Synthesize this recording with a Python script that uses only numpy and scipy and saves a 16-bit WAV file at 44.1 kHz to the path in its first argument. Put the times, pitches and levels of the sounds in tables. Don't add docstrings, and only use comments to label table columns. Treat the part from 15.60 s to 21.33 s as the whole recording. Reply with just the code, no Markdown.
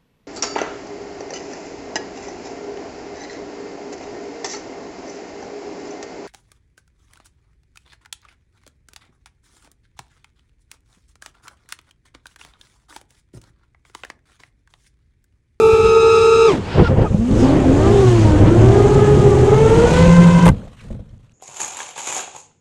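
import sys
import numpy as np
from scipy import signal
from scipy.fft import rfft, irfft, next_fast_len
from scipy.io import wavfile
from scipy.ndimage import uniform_filter1d, map_coordinates

SR = 44100
rng = np.random.default_rng(int(sys.argv[2]) if len(sys.argv) > 2 else 0)


def ratio(d):
    e = np.asarray(d, float) / 20
    return 10 ** e


def file_out(sig):
    cols = np.atleast_2d(sig).T
    lim = np.clip(cols, -1, 1)
    pcm = np.round(lim * 32767).astype(np.int16)
    wavfile.write(sys.argv[1], SR, pcm)


N = 252869
T = np.arange(N) / SR


def unit(x):
    return x / np.sqrt(np.mean(x ** 2) + 1e-20)


def curves(rows, fade=0.0051):
    s, *cols = np.transpose(rows)
    opening = (T - s[0]) / fade + (s[0] == 0)
    closing = (s[-1] - T) / fade + 1
    gate = np.clip(np.minimum(opening, closing), 0, 1)
    return [np.interp(T, s, c) for c in cols], gate


def wobble(rate, times=T):
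    return map_coordinates(rng.standard_normal(int(N * rate / SR) + 4), [times * rate])


def glide(points, times):
    s, v = np.transpose(points)
    return map_coordinates(v, [np.interp(times, s, np.arange(len(s)))], mode="nearest")


def coloured(x, spectrum):
    m = next_fast_len(N + 8192)
    f, db = np.transpose(spectrum)
    log_f = np.log(np.fft.rfftfreq(m, 1 / SR) + 1)
    gain = ratio(np.interp(log_f, np.log(f + 1), db))
    return unit(irfft(rfft(x, m) * gain, m)[:N])


def patchy(depth_db):
    z = signal.stft(rng.standard_normal(N + 512), nperseg=512)[2]
    field = uniform_filter1d(rng.standard_normal(z.shape), 6, 0)
    field = uniform_filter1d(field, 10, 1)
    return signal.istft(z * ratio(depth_db * unit(field)), nperseg=512)[1][:N]


def add(out, s, burst):
    part = out[round(s * SR):][:len(burst)]
    part += burst[:len(part)]


def full_throttle(rows, voice, run_down):
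    coast_s, fade_bend = .12, 2.0
    s, hz, load_db, sixth_db = np.transpose(rows)
    t = np.linspace(0, s[-1] + coast_s, num=200)
    coast = np.clip((t - s[-1]) / coast_s, 0, 1)
    fade = coast ** fade_bend
    speed_lost, speed_bend = run_down
    speed = np.interp(t, s, hz) * (1 - speed_lost * coast ** speed_bend)
    shaft_db = voice[0] - 24 * fade
    blade_db = np.interp(t, s, load_db) - 30 * fade
    extra_db = np.interp(t, s, sixth_db)
    return np.transpose([t, speed, shaft_db, voice[1] + blade_db,
                         voice[2] + blade_db + extra_db, voice[3] + blade_db])


def hunting(speed, load, sixth_db, ninth_db):
    # shaft f/Hz, level/dB
    unbalance = [(65, -33), (87, -40.5), (101, -25.5), (117, -19), (138, -26), (153, -32), (163, -19),
                 (172, -11.5)]
    # shaft f/Hz, level/dB
    blade_pass = [(65, -20.5), (87, -20.5), (104, -22.5), (130, -18), (146, -20), (161, -27.5),
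                  (173, -25.5)]
    t = np.linspace(speed[0][0], speed[-1][0], num=300)
    s, shake_db, load_db, slap_db = np.transpose(load)
    hz = glide(speed, t)
    octaves = np.log2(hz / 144.6)
    upper_db = 5.5 * octaves + np.interp(t, s, slap_db)
    shaft_db = np.interp(hz, *np.transpose(unbalance)) + np.interp(t, s, shake_db)
    blade_db = np.interp(hz, *np.transpose(blade_pass)) + np.interp(t, s, load_db)
    return np.transpose([t, hz, shaft_db, blade_db, sixth_db + upper_db, ninth_db + upper_db])


def kick(s, length, first_hz, last_hz, db):
    edge_db, step_db = 30, -17
    u = np.linspace(0, 1, num=30)
    hz = first_hz + (last_hz - first_hz) * u ** 2.1
    shaft_db = db - edge_db * np.maximum(abs(u - .3) - .15, 0) * 2
    blade_db = db - 3 - edge_db * abs(u - .7)
    return np.transpose([s + length * u, hz, shaft_db, blade_db, blade_db + step_db, blade_db + step_db * 2])


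def motor(stretches, fall_db, second_db, whine, uneven_db):
    # shaft multiple, level/dB re 9th order
    blade_orders = [(12, -4), (15, -6.5), (18, -11), (21, -21.5), (24, -30.5), (27, -36)]
    # shaft multiple, level/dB re 6th order
    uneven_orders = [(4, -20.5), (5, -26), (7, -33.5), (8, -37)]
    tone, beat = np.zeros(N), np.zeros(N)
    for rows in stretches:
        (hz, shaft_db, blade_db, sixth_db, ninth_db), gate = curves(rows)
        on = gate > 0
        slow = np.clip(1 - hz / 300, 0, 1)
        lag = slow[on]

        jitter = (.0008 + .004 * lag) * wobble(25, T[on])
        turn = 2 * np.pi * np.cumsum(hz[on] * (1 + jitter)) / SR
        is_kick = rows[-1][0] - rows[0][0] < .2
        turn += (.03 + is_kick * .28) * wobble(90, T[on])
        eddies = 0.13 * wobble(350, T[on])
        blur = .09 * lag * wobble(60, T[on])

        levels = [(1, shaft_db), (2, shaft_db + second_db), (3, blade_db), (6, sixth_db - 0.5), (9, ninth_db)]
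        steep = 1 - .12 * slow
        for k, db in blade_orders:
            slow_db = 2.5 if k > 18 else -7
            fall = fall_db * (k / 3 - 3)
            levels.append((k, ninth_db + (db - fall) * steep + slow_db * slow))
        levels += [(k, sixth_db + db + uneven_db) for k, db in uneven_orders]
        whine_order, whine_db = whine
        levels.append((whine_order, ninth_db + whine_db - 25 * slow))

        for k, db in levels:
            fast_db = 1.3 + (k > 3) * 2 * lag + (k > 6) * 2 * lag
            flutter_db = fast_db * wobble(35, T[on]) + (k > 6) * 5 * lag * wobble(7, T[on])
            low_speed_db = (3.5 if k < 6 else 6) * lag
            load = ratio(db[on] + low_speed_db + flutter_db) * (1 + (k > 2) * eddies)
            phase = k * (turn + (k > 9) * blur) + rng.uniform(0, 2 * np.pi)
            tone[on] += np.sqrt(2) * gate[on] * load * np.sin(phase)
        beat[on] += gate[on] * np.cos(3 * turn)
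    return tone, beat


def four_motors():
    # t/s, shaft f/Hz, blade load level/dB, 6th order extra level/dB
    full_rows = [
        [(0.0, 445.0, -3, 2), (0.16, 446.0, -2, 1), (0.24, 447.2, -2, 1), (0.33, 450.6, -1, 0),
         (0.54, 453.5, 0, -1), (0.64, 453.0, 1, 0), (0.87, 453.9, 0, 0)],
        [(0.0, 426.5, -4, -8), (0.08, 428.0, -3, -8), (0.14, 426.0, -3, -8), (0.21, 428.3, -2, 2),
         (0.28, 424.0, -2, 0), (0.33, 421.3, 0, -2), (0.4, 423.5, 1, 0), (0.52, 425.5, 2, 0),
         (0.64, 424.3, 0, 0), (0.74, 424.6, -1, 0), (0.87, 422.6, -2, 0)],
        [(0.0, 392.0, 0, -2), (0.14, 389.8, -3, 4), (0.24, 391.0, -4, 4), (0.33, 384.3, -5, 2),
         (0.44, 391.0, -1, 0), (0.5, 390.3, -2, -1), (0.6, 393.0, 4, -3), (0.65, 390.0, -4, 2),
         (0.76, 394.0, 2, -3), (0.81, 392.0, 1, 0), (0.87, 393.0, 1, 0)],
        [(0.0, 410.7, -12, 14), (0.08, 412.5, -13, 12), (0.125, 415.0, -11, 21), (0.16, 417.5, -9, 12),
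         (0.2, 418.0, -10, 0), (0.235, 419.5, -7, 0), (0.27, 421.0, 1, -3), (0.32, 424.0, 0, 0),
         (0.44, 425.0, 2, 0), (0.56, 428.0, 3, 0), (0.68, 427.3, 3, 0), (0.76, 429.0, 4, 0),
         (0.87, 429.0, 4, 0)],
    ]
    # unbalance level/dB, blade-pass level/dB, 6th level/dB, 9th level/dB
    voices = [(-11, -26.5, -32.5, -42.5), (-25, -22.5, -32.5, -41.5), (-25, -32, -38, -44),
              (-32.5, -32, -38, -37)]
    run_downs = [(.58, 1.25), (.6, 1.5), (.62, 1.4), (.68, 1.0)]
    # shaft multiple, level/dB re 9th order
    whines = [(18, -7), (14, -13), (18, -12), (14, -22)]
    # t/s, shaft f/Hz
    speed_front_left = [(1.5, 63.3), (1.7, 86.5), (1.8, 112.0), (1.87, 131.0), (1.95, 126.0), (2.03, 119.0),
                        (2.1, 117.2), (2.3, 134.0), (2.4, 131.0), (2.5, 121.0), (2.66, 105.5),
                        (2.78, 102.5), (2.9, 111.5), (3.1, 131.0), (3.2, 137.3), (3.3, 140.0), (3.4, 142.0),
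                        (3.5, 141.3), (3.6, 137.5), (3.7, 130.7), (3.8, 130.5), (3.9, 135.3), (4.0, 146.0),
                        (4.1, 154.7), (4.2, 160.5), (4.3, 163.7), (4.4, 168.5), (4.5, 171.5), (4.6, 172.0),
                        (4.7, 173.0), (4.9, 174.0)]
    speed_front_right = [(1.8, 76.0), (1.86, 88.5), (1.95, 88.0), (2.08, 88.0), (2.19, 98.8), (2.32, 117.0),
                         (2.43, 122.0), (2.6, 110.0), (2.73, 99.5), (2.84, 99.5), (2.97, 109.0),
                         (3.1, 121.0), (3.2, 129.5), (3.3, 134.5), (3.4, 136.0), (3.5, 138.0), (3.6, 137.5),
                         (3.75, 138.0), (3.85, 140.5), (3.97, 145.5), (4.14, 152.0), (4.3, 161.3),
                         (4.4, 167.0), (4.5, 169.8), (4.6, 170.2), (4.7, 170.5), (4.8, 171.5), (4.9, 172.0)]
    speeds_rear_left = [
        [(1.68, 65.0), (1.8, 82.5), (1.92, 100.0), (2.04, 103.5)],
        [(3.0, 100.2), (3.16, 113.9), (3.32, 124.4), (3.48, 125.4), (3.76, 121.5), (3.92, 129.5), (4.0, 137.5),
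         (4.1, 144.5), (4.2, 149.5), (4.3, 151.7), (4.4, 156.3), (4.5, 160.2), (4.6, 160.5), (4.7, 161.0),
         (4.8, 162.3), (4.89, 162.5)],
    ]
    speed_rear_right = [(4.3, 171.0), (4.4, 176.3), (4.5, 178.5), (4.6, 178.8), (4.72, 179.2),
                        (4.89, 179.5)]
    # t/s, frame shake level/dB, load level/dB, slap level/dB
    load_front_left = [(1.499, -11, -10, -2), (1.56, -13, -5, -1), (1.619, -4, 0.5, 0), (1.7, 1, -1, -8),
                       (1.78, -14, -3, -6), (1.87, -6, -9.5, -0.5), (1.97, -16, -8, -3.5),
                       (2.1, -21.5, -18, -5.5), (2.271, -9, -1.5, 7), (2.34, 2, 3.5, -11),
                       (2.449, -7.5, 3, 2), (2.53, -14, 3, -6), (2.62, -16.5, 2, -8), (2.7, -7, 4, 6.5),
                       (2.8, -10, 0, -1.5), (2.9, -16, 1.5, 4.5), (3.1, -14, 3, 0.5), (3.25, -8, 1, 3),
                       (3.4, -4, -3.5, 3.5), (3.55, 7, 0.5, -5), (3.799, 1.5, -4.5, -4.5),
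                       (3.95, 0, 3, 5.5), (4.1, 3, -5.5, -2.5), (4.27, -1, 5, 4.5), (4.35, -2.5, 7, 5.5),
                       (4.6, 4, 1.5, 8), (4.8, -1.5, -6, 3.5)]
    load_front_right = [(1.8, -0.5, -1, -1), (1.86, 2, 8, 0), (1.97, -1, -1.5, -5), (2.13, -4, 5.5, 3.5),
                        (2.2, 2.5, 0, 10), (2.38, -1.5, -2, -2.5), (2.5, 5.5, -6.5, 4), (2.6, 8, -9, -3),
                        (2.719, 12, -4.5, -2), (2.85, 4, -1.5, -2), (3.0, 8, -4.5, -2), (3.3, 0.5, -1, -2),
                        (3.5, 3.5, 4.5, -0.5), (3.75, -1, 0.5, -5.5), (4.141, -8.5, 8.5, 3.5),
                        (4.25, -9, 8.5, -3.5), (4.4, -16.5, -8, -2.5), (4.6, -27.5, -8, -8),
                        (4.8, -18, -4.5, 3.5)]
    load_rear_left = [(1.681, -4, -6.5, 6.5), (1.921, -17, 1.5, 0), (2.04, -13, -13, 0),
                      (3.101, 5, -0.5, 6.5), (3.479, -12.5, -9, -17.5), (3.8, 0, -1, -2),
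                      (4.0, 8.5, -3.5, -1.5), (4.15, -4, 1.5, -2), (4.3, 7, -7, 0.5),
                      (4.42, 1.5, -10.5, -2.5), (4.6, -2, -11, -0.5), (4.799, 3.5, -16.5, 6)]
    load_rear_right = [(4.3, -22.5, -14.5, -20), (4.42, -23, -16.5, 0), (4.6, -19, -11.5, -1.5),
                       (4.75, -24, -14.5, -4), (4.89, -27.5, -14, -5)]
    # t/s, length/s, first f/Hz, last f/Hz, level/dB
    kicks = [
        (1.213, 0.075, 481, 443, -20.5),
        (1.439, 0.04, 434, 402, -23.5),
    ]
    kick_octaves = [-35, -1]

    full = [full_throttle(*one) for one in zip(full_rows, voices, run_downs)]
    front_left = [full[0], hunting(speed_front_left, load_front_left, sixth_db=-37, ninth_db=-41.5)]
    front_right = [full[1], hunting(speed_front_right, load_front_right, sixth_db=-37.0, ninth_db=-41)]
    rear_left = [full[2]]
    for speed in speeds_rear_left:
        rear_left.append(hunting(speed, load_rear_left, sixth_db=-34.5, ninth_db=-48.0))
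    rear_right = [full[3], hunting(speed_rear_right, load_rear_right, sixth_db=-42.5, ninth_db=-50)]

    motors = [motor(front_left, 1.1, second_db=-43.0, whine=whines[0], uneven_db=-1.0),
              motor(rear_left, 2.3, second_db=-27.5, whine=whines[2], uneven_db=-8.5),
              motor(front_right, 0.39, second_db=-13.5, whine=whines[1], uneven_db=6),
              motor(rear_right, 0.74, second_db=-9.5, whine=whines[3], uneven_db=-5)]
    for row, db in zip(kicks, kick_octaves):
        motors.append(motor([kick(*row)], 0.55, second_db=db, whine=whines[3], uneven_db=1))
    return np.sum(motors, axis=0)


def rattle(tone):
    # f/Hz, level/dB
    mount = [(200, -63), (330, 9.5), (600, 6), (900, -29)]
    shake = coloured(tone, mount) ** 2
    return 0.017 * (shake - uniform_filter1d(shake, size=200))


def crash():
    # t/s, splinter level/dB, hollow knock level/dB, thud level/dB, thud f/Hz
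    blows = [
        (4.855, -18.5, -16.5, -23, 170),
        (4.859, -21, -17, -17, 170),
        (4.8654, -16, -4, -15.5, 170),
        (4.8785, -16, -10, -10, 170),
        (4.8882, -18.5, -11, -10, 181),
        (4.9003, -37, -37, 7.5, 85),
        (4.904, -42, -46, -24, 120),
        (4.9164, -50, -43.5, 0.5, 130),
        (4.929, -52, -47, -4.5, 110),
    ]
    # f/Hz, level/dB per Hz
    crack_colour = [(600, -36), (1300, 5), (2500, 6.5), (3500, -3), (5500, -11.5), (8500, -1.5),
                    (12000, -14), (15000, -30), (16000, -59)]
    # f/Hz, level/dB per Hz
    knock_colour = [(150, -27), (400, -7), (900, 1), (1200, -6), (2200, -41.5)]
    out, t = np.zeros(N), T[:SR // 8]
    splinter = coloured(rng.standard_normal(N), crack_colour)
    hollow = coloured(rng.standard_normal(N), knock_colour)
    for s, db, knock_db, thud_db, hz in blows:
        start = round(s * SR)
        at = slice(start, start + len(t))
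        crack = splinter[at] * ratio(db + 2 - 60 * t / .022) * (1 - np.exp(-t / .0007))
        knock = hollow[at] * ratio(knock_db - 60 * t / .035) * (1 - np.exp(-t / .001))
        thud = ratio(thud_db - 4.5 - 60 * t / 0.026) * np.sin(2 * np.pi * hz * t)
        add(out, s, crack + knock + thud)
    return out


def lurching():
    # t/s, rocking level/dB, rubbing level/dB, crackle level/dB, decay/(dB/s)
    lurches = [(4.893, -11, -24, -44, 350), (4.93, -24, -30, -53, 153), (4.97, -44, -34, -54, 100),
               (5.02, -42, -46, -52, 125), (5.065, -33.5, -39, -66, 350), (5.13, -46, -58, -58, 100),
               (5.21, -46, -55, -52.5, 103), (5.25, -31.5, -44, -53, 220), (5.319, -20, -34, -51.5, 265),
               (5.4, -33, -42, -62, 217), (5.46, -50, -54, -65.5, 60), (5.53, -37, -57, -65, 158),
               (5.6, -50, -65, -66, 33)]
    power = 0
    for s, *db, dying in lurches:
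        envelope_db = np.minimum(391 * (T - s), dying * (s - T))
        power = power + np.outer(ratio(db), ratio(envelope_db)) ** 2
    return np.sqrt(power) * np.clip((T - lurches[0][0]) / 0.0019 + 1, 0, 1)


def straw():
    # f/Hz, level/dB per Hz
    rocking_colour = [(8.8, -19), (15, -3), (43, 6), (59, -1.5), (126, 6.5), (400, -24.5), (520, -51),
                      (880, -120)]
    rubbing_colour = [(120, -25), (200, -5), (347, -26), (497, -17), (1800, -48.5), (2340, -72),
                      (3960, -120)]
    crackle_colour = [(590, -14), (1000, 0.5), (1820, -3), (2770, -5.5), (3900, -6.5), (4900, -15),
                      (6300, -11.5), (8590, -14.5), (14300, -34.5)]
    # t/s, peak level/dB, f/Hz
    snaps = [(4.925, -38, 3900), (4.946, -42, 3700), (4.952, -43, 3400), (4.984, -42, 4000),
             (5.018, -34, 1500), (5.04, -44, 2500), (5.13, -47, 2570), (5.58, -51, 6500),
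             (5.246, -46, 2880), (5.695, -47, 2600), (5.696, -53, 6500), (5.7205, -45.5, 6300),
             (5.7206, -55, 2500), (5.7207, -56, 8500)]
    # t/s, peak level/dB, f/Hz
    knocks = [
        (5.032, -34, 540),
        (5.072, -31, 700),
        (5.225, -41, 490),
        (5.246, -36, 440),
        (5.304, -22, 530),
        (5.352, -28, 540),
        (5.394, -30, 514),
        (5.49, -45, 540),
    ]
    # t/s, peak level/dB, f/Hz
    squeaks = [(5.191, -45, 2800), (5.193, -51, 1450), (5.197, -41, 2550), (5.199, -50, 5700),
               (5.203, -40, 2270), (5.216, -49, 2010), (5.222, -52, 3000), (5.492, -55, 5600),
               (5.495, -58, 3120), (5.5, -63, 2150), (5.503, -59, 4300)]
    rock, rub, crunch = lurching()
    clumps = ratio(2.2 * wobble(150))
    rocking = rock * coloured(patchy(0.45), rocking_colour)
    rubbing = rub * coloured(clumps * patchy(2.2), rubbing_colour)
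    crackle = crunch * coloured(clumps * ratio(1.4 * wobble(38)) * patchy(1.9), crackle_colour)
    out, t = rocking + rubbing + crackle, T[:SR // 20]
    for events, cycles in ((snaps, 18), (knocks, 12), (squeaks, 70)):
        for s, db, hz in events:
            rise = 1 - np.exp(-hz * t / 0.55)
            add(out, s, ratio(db - 60 * hz * t / cycles) * rise * np.sin(2 * np.pi * hz * t))
    return out


def wake():
    # start t/s, peak t/s, end t/s, first f/Hz, last f/Hz, width/Hz
    whoosh = (1.77, 1.815, 1.96, 5300, 3300, 500)
    # t/s, peak level/dB, f/Hz
    slaps = [
        (1.158, -13, 121),
        (1.183, 0, 163),
        (1.203, -4.5, 186),
        (1.221, 5, 191),
        (1.383, -5, 153),
        (1.42, -2, 180),
        (1.515, -11, 127),
        (1.545, 0, 172),
        (1.707, -13, 269),
    ]
    start, peak, end, first_hz, last_hz, width_hz = whoosh
    sweep = 2 * np.pi * np.cumsum(np.interp(T, [peak, end], [first_hz, last_hz])) / SR
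    swell = np.interp(T, [start, peak, end], [0, 1, 0]) ** .5
    out = ratio(-42) * swell * unit(wobble(2 * width_hz)) * np.sqrt(2) * np.sin(sweep)
    t = T[:SR // 20]
    for s, db, hz in slaps:
        decay = ratio(db - 1.5 - 60 * hz * t / 8.7)
        add(out, s, decay * np.sin(2 * np.pi * hz * t))
    return out


def airflow():
    # t/s, turbulence level/dB, thrust level/dB
    flow_rows = [(0.0, -30, -42.5), (0.15, -31, -39), (0.4, -30.5, -42.5), (0.6, -30.5, -39.5),
                 (0.86, -33, -39), (0.92, -29, -39), (1.0, -29, -49.5), (1.28, -28.5, -47),
                 (1.33, -20.5, -51), (1.5, -32.5, -48), (1.64, -32, -46.5), (1.82, -18.5, -36.5),
                 (1.95, -18, -42.5), (2.5, -19, -34), (2.85, -14, -41), (3.1, -18.5, -37.5),
                 (3.4, -17.5, -37.5), (4.0, -17.5, -37), (4.3, -17, -32), (4.8, -21.5, -35.5),
                 (4.893, -17.5, -36)]
    # t/s, half width/s, buffet level/dB, wash level/dB, swish level/dB
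    gusts = [(0.01, 0.091, 1, 4, -2), (0.14, 0.027, 7, 1, 2), (0.2, 0.048, 3, 1.5, -3),
             (0.26, 0.068, 10.5, -7, 4), (0.932, 0.092, -7, 10, 5.5), (1.15, 0.21, 1, 4.5, 17.5),
             (1.2, 0.062, 14.5, 16.5, 0), (1.25, 0.021, 5, -5, 9), (1.277, 0.014, 4, -17, 9),
             (1.309, 0.043, 12, 3, 0), (1.384, 0.02, 2.5, 1, 9), (1.42, 0.026, 1, -1.5, 11),
             (1.43, 0.073, 15.5, 15, -0.5), (1.515, 0.018, 14.5, 3, -2), (1.55, 0.0049, 11, 2, -6),
             (1.53, 0.12, 6, -0.5, 1), (1.6, 0.056, 11.5, 1, -3), (1.715, 0.0055, 2, 7, 5),
             (1.74, 0.065, 14, 3, -2), (1.95, 0.13, -9, 4.5, 3.5), (2.3, 0.21, 4.5, 0, 2),
             (2.5, 0.12, -8, -4.5, -1.5), (2.62, 0.11, -5, -2.5, 2), (2.7, 0.17, 3, -1.5, 1),
             (2.82, 0.05, -0.5, 0.5, 1), (2.88, 0.025, -3.5, 4, 5.5), (4.4, 0.09, 1.5, 2.5, 4),
             (2.52, 0.1, 1, -3, 0.5), (3.7, 0.27, 1.5, -1, -2.5), (4.88, 0.032, 6, 5, -1)]
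    (turbulence_db, thrust_db), gate = curves(flow_rows)
    gust_db = sum(np.outer(db, np.clip(1 - abs(T - s) / half, 0, 1)) for s, half, *db in gusts)
    buffet_db = turbulence_db + 1 + gust_db[0]
    wash_db = turbulence_db + gust_db[1]
    swish_db = thrust_db + 3 + gust_db[2]
    return (buffet_db, wash_db, swish_db, thrust_db), gate


def air(beat):
    # f/Hz, level/dB per Hz
    buffet_colour = [(8.8, -63.5), (15, -2.5), (107, 9), (162, -5), (210, 0), (312, -17), (400, -25),
                     (520, -4), (880, -120)]
    wash_colour = [(88, -10.5), (150, 2), (177, -2), (270, -4), (350, -1.5), (761, -13.5), (2500, -34),
                   (3250, -36), (5500, -120)]
    swish_colour = [(530, -23.5), (900, 0.5), (1050, -8), (1510, -8), (2050, -10), (2900, -10),
                    (5500, -19.5), (7150, -56), (12100, -120)]
    hiss_colour = [(2060, -3.5), (3500, -5.5), (4830, -11.5), (6310, -1.5), (7570, -4), (10000, -15.5),
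                   (11700, -27), (13900, -33), (15000, -56.5)]
    # f/Hz, level/dB per Hz
    fizz_colour = [(7000, -40.5), (9000, -2.5), (10500, -5.5), (12500, -11), (15000, -31)]
    (buffet_db, wash_db, swish_db, hiss_db), gate = airflow()
    lumps = ratio(1.1 * wobble(30))
    buffet = ratio(buffet_db) * coloured(lumps * patchy(0.24), buffet_colour)
    wash = ratio(wash_db) * coloured(lumps * patchy(1.7), wash_colour)
    swish = ratio(swish_db) * coloured(ratio(2.5 * beat) * patchy(1.5), swish_colour)
    hiss = ratio(hiss_db) * coloured(ratio(2.46 * beat) * patchy(0.93), hiss_colour)
    fizz = ratio(-48.5 - 38.5 * T) * coloured(ratio(2.4 * beat) * patchy(1.2), fizz_colour)
    flow = buffet + wash + swish + hiss + fizz
    gap_band = signal.butter(2, (1760, 2080), "bandpass", fs=SR, output="sos")
    gap = signal.sosfiltfilt(gap_band, flow)
    forward_flight = np.clip((.88 - T) / .03, 0, 1)
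    return gate * (flow - .7 * forward_flight * gap)


def scene():
    tone, beat = four_motors()
    mix = tone + rattle(tone) + air(beat) + wake() + crash() + straw()
    return mix[None]


def low_pass(x):
    return signal.sosfilt(signal.butter(12, 15100, fs=SR, output="sos"), x)


def record(dry):
    soft = dry / (1 + np.abs(dry / .98) ** 5) ** (1 / 5)
    band_limit = signal.butter(16, 15000, fs=SR, output="sos")
    band = signal.sosfiltfilt(band_limit, soft)
    return low_pass(band)


dry = scene()
out = record(dry)
file_out(out)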